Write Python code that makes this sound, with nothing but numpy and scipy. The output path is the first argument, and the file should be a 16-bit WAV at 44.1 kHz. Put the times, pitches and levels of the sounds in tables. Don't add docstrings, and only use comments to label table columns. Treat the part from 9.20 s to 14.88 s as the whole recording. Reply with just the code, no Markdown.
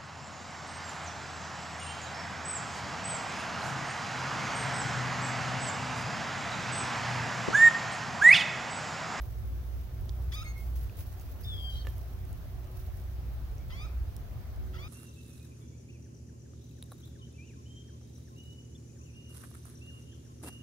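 import sys
import numpy as np
from scipy import signal
from scipy.fft import rfft, irfft, next_fast_len
from scipy.io import wavfile
from scipy.ndimage import uniform_filter1d, map_coordinates

SR = 44100
rng = np.random.default_rng(int(sys.argv[2]) if len(sys.argv) > 2 else 0)


def convert_level_to_amplitude(level_db):
    exponent = np.asarray(level_db, float) / 20
    return 10 ** exponent


def persist_wave(psi):
    counts = np.round(np.clip(psi, -1, 1) * 32767).astype(np.int16)
    wavfile.write(sys.argv[1], SR, np.atleast_2d(counts).T)


N = 250488
ONSET_DB = -17


def unit(x):
    return x / np.sqrt(np.mean(x ** 2) + 1e-20)


def along(points, hz):
    f, *cols = np.transpose(points)
    return np.squeeze([np.interp(np.log(hz + 1), np.log(f + 1), c) for c in cols])


def curves(rows, t):
    s, *cols = np.transpose(rows)
    return [np.interp(t, s, c) for c in cols]


def wobble(rate, size=N):
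    knots = rng.standard_normal(int(size * rate / SR) + 4)
    return map_coordinates(knots, [np.arange(size) * rate / SR])


def filtered(x, response):
    m = next_fast_len(x.shape[-1] + 8192)
    spectrum = rfft(x, m) * response(np.fft.rfftfreq(m, 1 / SR))
    return irfft(spectrum, m)[..., :x.shape[-1]]


def sides(lean_db, lead=0):
    half = convert_level_to_amplitude(lean_db / 2) * np.exp(.5j * lead)
    return np.array([half, 1 / half])


def rush(spectrum, patchy_db):
    # frequency in Hz, left-right likeness 0-1.
    alike = [(30, 0.15), (60, 0.59), (150, 1), (400, 0.66), (800, 0.47), (1500, 0.1), (3000, 0.013)]
    # frequency in Hz, left over right in dB.
    lean = [(60, -0.5), (180, -1), (550, -0.5), (1650, -1), (4970, 0), (15000, -4.5)]
    z = signal.stft(rng.standard_normal((2, N)), nperseg=512)[2]
    field = uniform_filter1d(rng.standard_normal(z.shape[1:]), size=6, axis=0)
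    field = uniform_filter1d(field, size=8, axis=1)
    pair = signal.istft(z * convert_level_to_amplitude(patchy_db * unit(field)), nperseg=512)[1][:, :N]

    def mid_and_side(hz):
        turn = np.arccos(np.clip(along(alike, hz), -1, 1)) / 2
        return convert_level_to_amplitude(along(spectrum, hz)) * [np.cos(turn), np.sin(turn)]

    mid, side = filtered(pair, mid_and_side)
    stereo = np.array([mid + side, mid - side])
    return unit(filtered(stereo, lambda hz: sides(along(lean, hz))))


def hum():
    # frequency in Hz, level in dB, random drift in knots per second.
    tones = [(59.94, -41.5, 4.005), (122.4, -55, 7.2), (465.6, -79, 3.1), (748, -78, 4.04)]
    # time of the crest in seconds, level in dB.
    swells = [(.4, -65), (1.42, -65.5), (3.75, -61), (5.68, -61)]
    base_db, swell_s = -68.5, 0.3
    t = np.arange(N) / SR

    def tone(hz, rate):
        shared = 0.81 * wobble(rate)
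        apart = 0.33 * np.outer([1, -1], wobble(rate))
        return np.sqrt(2) * np.sin(2 * np.pi * hz * t + shared + apart)

    swell_db = base_db + sum((db - base_db) * np.exp(-((t - s) / swell_s) ** 2) for s, db in swells)
    whine = convert_level_to_amplitude(swell_db + 3.4 * wobble(7)) * tone(369.4, 3.056)
    steady = sum(convert_level_to_amplitude(db + 4.3 * wobble(rate)) * tone(hz, rate) for hz, db, rate in tones)
    return (whine + steady) * convert_level_to_amplitude([[-.7], [.7]])


def surroundings():
    # frequency in Hz, relative density in dB.
    rumble = [(12, -84), (20, -51), (27, -16), (29, -4), (41, -2.5), (59, 3), (71, -2.5), (86, 1),
              (108, -5), (200, -33.5), (260, -76), (440, -120)]
    # frequency in Hz, relative density in dB.
    wash = [(94, -23.5), (160, -1.5), (194, -6.5), (340, -11.5), (480, -14.5), (680, -13), (900, -19.5),
            (1250, -20), (2400, -26.5), (4800, -30.5), (6300, -31.5), (7330, -38), (10000, -36.5),
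            (15800, -27.5)]
    return convert_level_to_amplitude(-39.5) * rush(rumble, patchy_db=1.5) + convert_level_to_amplitude(-53.5) * rush(wash, patchy_db=1.28)


def grass():
    # time in seconds, level in dB.
    bed = [(0, -60.5), (2.5, -58.5), (5.68, -71.5)]
    # start in seconds, level in dB.
    swishes = [(0.01, -54), (.17, -56), (1.12, -49.5), (1.37, -49), (1.55, -49), (1.765, -45.5),
               (1.97, -52), (2.2, -48), (2.33, -56), (2.49, -54), (2.65, -49.5), (3.55, -51.5)]
    # frequency in Hz, relative density in dB.
    blades = [(3000, -11), (6000, -9.5), (8000, -15), (10000, -11), (12500, -3), (14500, -11.5), (15800, 3)]
    rise_s, t60_s = 0.0057, 1
    t = np.arange(N) / SR
    power = convert_level_to_amplitude(curves(bed, t)[0]) ** 2
    for s, db in swishes:
        age = np.clip(t - s, 0, None)
        power += (convert_level_to_amplitude(db - 60 * age / t60_s) * (1 - np.exp(-age / rise_s))) ** 2
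    grains = convert_level_to_amplitude(1.6 * wobble(30) + 2.4 * wobble(150))
    return np.sqrt(power) * grains * rush(blades, patchy_db=1.0)


def ticks():
    # start in seconds, level in dB, centre in Hz, breadth relative to the centre.
    close = [(.0199, -39, 13900, 0.19), (.8106, -46, 11900, 0.29), (.855, -47, 14000, .4),
             (.8935, -36, 4200, 0.53), (1.243, -44.5, 9300, 0.12), (1.381, -45, 10000, .5),
             (1.595, -49, 5000, 1.1), (1.696, -45.5, 2520, 0.2), (1.771, -51, 9300, 0.26),
             (1.928, -52, 7000, 0.33), (1.997, -45, 7000, 0.71), (2.781, -43.5, 12500, 0.45),
             (2.99, -53.5, 6000, 0.41), (3.052, -50, 8500, .9), (3.129, -42, 12000, 1),
             (3.5154, -47, 14000, .4), (3.6516, -52, 14500, .4), (3.773, -48, 11000, 1),
             (3.8262, -64, 4300, 0.35), (4.0547, -55, 14500, .3), (4.2183, -52, 14500, .3),
             (4.3535, -51, 11800, .5), (4.382, -49, 5700, 0.23), (4.9655, -35, 11000, 1.1),
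             (5.3597, -48, 12100, 0.4)]
    out, t = np.zeros((2, N + SR)), np.arange(SR // 50) / SR
    when, strength, colour = rng.random((60, 3)).T
    faint = np.transpose([when * N / SR, -60 + 7 * strength, 4000 + 10000 * colour, 0.45 + strength])
    for s, db, hz, breadth in [*close, *faint]:
        noise = rng.standard_normal(len(t)) + .5 * rng.standard_normal((2, len(t)))
        burst = convert_level_to_amplitude(-60 * t / 0.0073) * noise
        peak = signal.iirpeak(hz, 0.84 / max(breadth, .05), SR)
        snap = signal.lfilter(*peak, signal.lfilter(*peak, burst))
        out[:, round(s * SR):][:, :len(t)] += convert_level_to_amplitude(db) * snap / np.abs(snap).max()
    return out[:, :N] * convert_level_to_amplitude([[-1.6], [1.6]])


def voice(notes, throat, jitter, breath, tilt_db=0, shimmer_db=2.2, count=24):
    source = np.zeros(N)
    for rows in notes:
        at = np.arange(round(rows[0][0] * SR), min(round(rows[-1][0] * SR), N))
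        hz, db, half, rasp = curves(rows, at / SR)
        rasp = np.clip(rasp, 0, 1)
        shaken_hz = hz * (1 + jitter * rasp * wobble(316, size=len(at)))
        phase = np.pi * np.cumsum(shaken_hz) / SR
        k = np.arange(1, count + 1)[:, None]
        bright = convert_level_to_amplitude((k - 9.0) * (0.059 * (db + 51.5) + tilt_db))
        bright = bright * convert_level_to_amplitude(shimmer_db * np.array([wobble(45.2, size=len(at)) for _ in k]))
        lines = np.where(k % 2, half, 1) * bright * np.cos(k * phase)
        tone = np.sum(lines * (k * hz < 30000), axis=0)
        air = breath * rng.standard_normal(len(at)) * (1 + np.cos(phase))
        edge = np.clip(np.minimum(at - at[0], at[-1] - at) / (0.0016 * SR), 0, 1)
        level = convert_level_to_amplitude(db + 0.4 * wobble(78.7, size=len(at))) * edge
        source[at] += level * (np.sqrt(1 - 0.56 * rasp) * tone + np.sqrt(rasp) * air)

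    def throat_response(hz):
        gain_db, lean_db, lead = along(throat, hz)
        return convert_level_to_amplitude(gain_db) * sides(lean_db, lead)

    return filtered(source, throat_response)


def clear(rows):
    return [(*row, 0.043, 0.037) for row in rows]


def croak(s, length, hz, db, half):
    rise, climb, rasp = 0.31, 0.064, 0.93
    return [(s, hz * (1 - climb), db + ONSET_DB, half, rasp),
            (s + rise * length, hz, db, half, rasp),
            (s + length, hz * (1 + climb), db, half, rasp)]


def yelps():
    # start in seconds, length in seconds, pitch in Hz, effort in dB, half-pitch share 0-1.
    croaks = [(1.117, 0.018, 1806, -51.5, 0.2), (4.496, 0.0266, 1306, -62.5, 1),
              (5.53, 0.0428, 1290, -64, 0.93)]
    # time in seconds, pitch in Hz, effort in dB.
    calls = [
        [(1.134, 1117, -49.5), (1.15, 1168, -46), (1.16, 1263, -52), (1.206, 1233, -53.5), (1.234, 1373, -53)],
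        [(4.522, 994, -59), (4.558, 1110, -60), (4.612, 1200, -56.5), (4.663, 1320, -57.5)],
        [(5.565, 912, -63), (5.577, 950, -64), (5.591, 1085, -58), (5.68, 1290, -60)],
    ]
    # frequency in Hz, gain in dB, left over right in dB,
    # lead of the left in radians.
    throat = [(600, -26, 0, .4), (950, -8, 22, 2.7), (1130, -6, 4, 1.85), (1315, 5, -1, 1.34),
              (1770, 0, -2, 0.51), (2130, 1.5, -1, 2.5), (2394, 3.5, 0.5, 3.9), (2560, -1, 1, 3.6),
              (3450, 3.5, 4.5, 7.5), (3734, 1.5, 1, 7.96), (3920, -7, -2, 8.3), (4416, -3.5, -8, 10.3),
              (4820, 2.5, 0.5, 12.7), (5700, -6, 2, 13.9), (6660, -8.5, 13, 14.1), (7500, -19, 6, 15.5),
              (9900, -18.5, 12, 21), (11100, -9, -13, 25.3), (14000, -39, -6, 54)]
    hoarse = voice([croak(*row) for row in croaks], throat, jitter=0.05, breath=2.4, tilt_db=-.5)
    rising = voice([clear(rows) for rows in calls], throat, jitter=0.052, breath=1.5, tilt_db=-0.25,
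                   shimmer_db=2.0)
    return hoarse + rising


def held(s, length, hz, db):
    rise_s, scoop, fade_db = 0.02, 0.015, 6
    return clear([(s, hz * (1 - scoop), db - fade_db), (s + rise_s, hz, db),
                  (s + length / 2, hz, db), (s + length, hz, db - fade_db)])


def squeal():
    # start in seconds, length in seconds, pitch in Hz, effort in dB.
    notes = [(1.245, .08, 2165, -54.5)]
    # frequency in Hz, gain in dB, left over right in dB,
    # lead of the left in radians.
    throat = [(2090, 5, -1, 1.9), (4330, -6, -7, 11.3), (6500, -3, 8, 14), (8700, -18, 14, 19),
              (10800, -34, 0, 25)]
    return voice([held(*row) for row in notes], throat, jitter=0.11, breath=1.0, tilt_db=-0.08)


def thin_note(s, length, hz, db):
    rise_s, climb, fade_db, rasp = 0.0062, 0.036, 6, 0.98
    return [(s, hz, db + ONSET_DB, 0, rasp), (s + rise_s, hz, db, 0, rasp),
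            (s + length, hz * (1 + climb), db - fade_db, 0, rasp)]


def hissy_onset_and_cheep():
    # start in seconds, length in seconds, starting pitch in Hz,
    # effort in dB.
    notes = [(2.229, .04, 5000, -53), (4.371, .07, 2190, -71)]
    # frequency in Hz, gain in dB, left over right in dB,
    # lead of the left in radians.
    throat = [(2150, 1, -1.5, -0.73), (5000, 0, .5, 1.2)]
    return voice([thin_note(*row) for row in notes], throat, jitter=0.03, breath=0, count=2)


def whistle():
    # time in seconds, pitch in Hz, effort in dB.
    fall = [(2.245, 1790, -53), (2.295, 1768, -40), (2.33, 1700, -47.5), (2.363, 1642, -55),
            (2.41, 1607, -54), (2.502, 1592, -50), (2.514, 1570, -61)]
    # frequency in Hz, gain in dB, left over right in dB,
    # lead of the left in radians.
    throat = [(1700, -30, -9, 3.5), (2720, -29, 2, 2.8), (3124, 5.5, 7, 4.06), (3420, -2, 3.5, 4.05),
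              (4030, -16, 1, 2.6), (4900, -17, -14, 8.2), (5300, -28, -3, 8), (6500, -32, 5, 11),
              (8700, -24, -13, 12.5), (9500, -50, -4, 14)]
    return voice([clear(fall)], throat, jitter=.06, breath=1.3, tilt_db=-1.5, shimmer_db=2.5)


def rasp_end():
    # time in seconds, pitch in Hz, effort in dB, half-pitch share 0-1, rasp share 0-1.
    broken = [(2.5, 1570, -62, .8, 0.1), (2.535, 1555, -54, .85, 0.13), (2.57, 1553, -55, .9, 0.55),
              (2.576, 1282, -57, 0.91, 0.75), (2.615, 1272, -60, 1, 0.62), (2.635, 1270, -68, 1, .5)]
    # frequency in Hz, gain in dB, left over right in dB,
    # lead of the left in radians.
    throat = [(2397, -28, 0, 3.4), (3180, 8.5, -1, 3.96), (3500, -5, 4, 4.6), (3900, 2, 1, 4.5),
              (4200, 7.5, 1, 7.2), (4470, -0.5, -5, 7.4), (5000, -12, 0, 7.6), (5530, -8, 1, 7.7),
              (6140, -8, 10, 9.8), (7000, -19, -1, 11)]
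    return voice([broken], throat, jitter=0.025, breath=1.2, tilt_db=.4, shimmer_db=4)


def dull_echo(x, delay_s, db, top_hz):
    return filtered(x, lambda hz: convert_level_to_amplitude(db) * np.exp(-2j * np.pi * hz * delay_s) / (1 + (hz / top_hz) ** 6))


def bank_echo(x):
    # frequency in Hz, time to fall 60 dB in seconds.
    decay = [(500, 0.33), (2500, 0.53), (8000, 0.044)]
    hz, t, z = signal.stft(rng.standard_normal((2, SR // 3)), SR, nperseg=256)
    tail = signal.istft(z * convert_level_to_amplitude(-60 * t / along(decay, hz)[:, None]), SR, nperseg=256)[1]
    tail = np.pad(tail / np.linalg.norm(tail[0]), ((0, 0), (round(.03 * SR), 0)))
    return signal.fftconvolve(x, tail, axes=1)[:, :N]


def birds():
    yelping, squealing, whistling = yelps(), squeal(), whistle()
    near = yelping + squealing + whistling + rasp_end()
    wall_yelps = dull_echo(yelping[1], delay_s=.048, db=-12, top_hz=2580)
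    wall_whistle = dull_echo(whistling, delay_s=.048, db=-14, top_hz=3600)
    far_bank = dull_echo(squealing[1], delay_s=.11, db=-4, top_hz=2500)
    echoes = wall_yelps + wall_whistle + far_bank + convert_level_to_amplitude(-14.0) * bank_echo(near)
    return near + echoes + hissy_onset_and_cheep()


def knocks():
    # start in seconds, relative level in dB, hardness 0-1.
    taps = [(2.6506, -37, 0.36), (2.6702, -31.5, 0.99), (2.6811, -39, 0.35)]
    # frequency in Hz, relative level in dB, time to fall 60 dB in seconds.
    modes = [(524, -2, 0.04), (1200, -11, 0.035), (1743, -0.5, 0.038), (2750, -5, 0.021), (3250, -11, .02),
             (4200, -16, .015), (5640, -19, 0.025)]
    push_s = .0001
    out, t = np.zeros(N + SR), np.arange(SR // 8) / SR
    for s, db, hard in taps:
        ring = sum(convert_level_to_amplitude(level - 60 * t / t60) * np.abs(hard) ** (hz / 3000) * np.sin(2 * np.pi * hz * t)
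                   for hz, level, t60 in modes)
        push = 4 * hard * np.exp(-((t - 2 * push_s) / push_s) ** 2)
        noise = 0.87 * hard * convert_level_to_amplitude(-60 * t / 0.0046) * rng.standard_normal(len(t))
        out[round(s * SR):][:len(t)] += convert_level_to_amplitude(db - 8.5) * (ring * (1 - np.exp(-t / 0.001)) + push + noise)
    lean = [(500, -.3), (2700, -6.5)]  # Hz, left over right in dB
    return filtered(out[:N], lambda hz: sides(along(lean, hz)))


def scene():
    return hum() + surroundings() + grass() + ticks() + birds() + knocks()


def roll_off(x):
    return signal.sosfilt(signal.butter(12, 16640, fs=SR, output="sos"), x)


def record(dry):
    mix = filtered(dry, lambda hz: hz < 15830)
    return roll_off(mix)


dry = scene()
out = record(dry)
persist_wave(out)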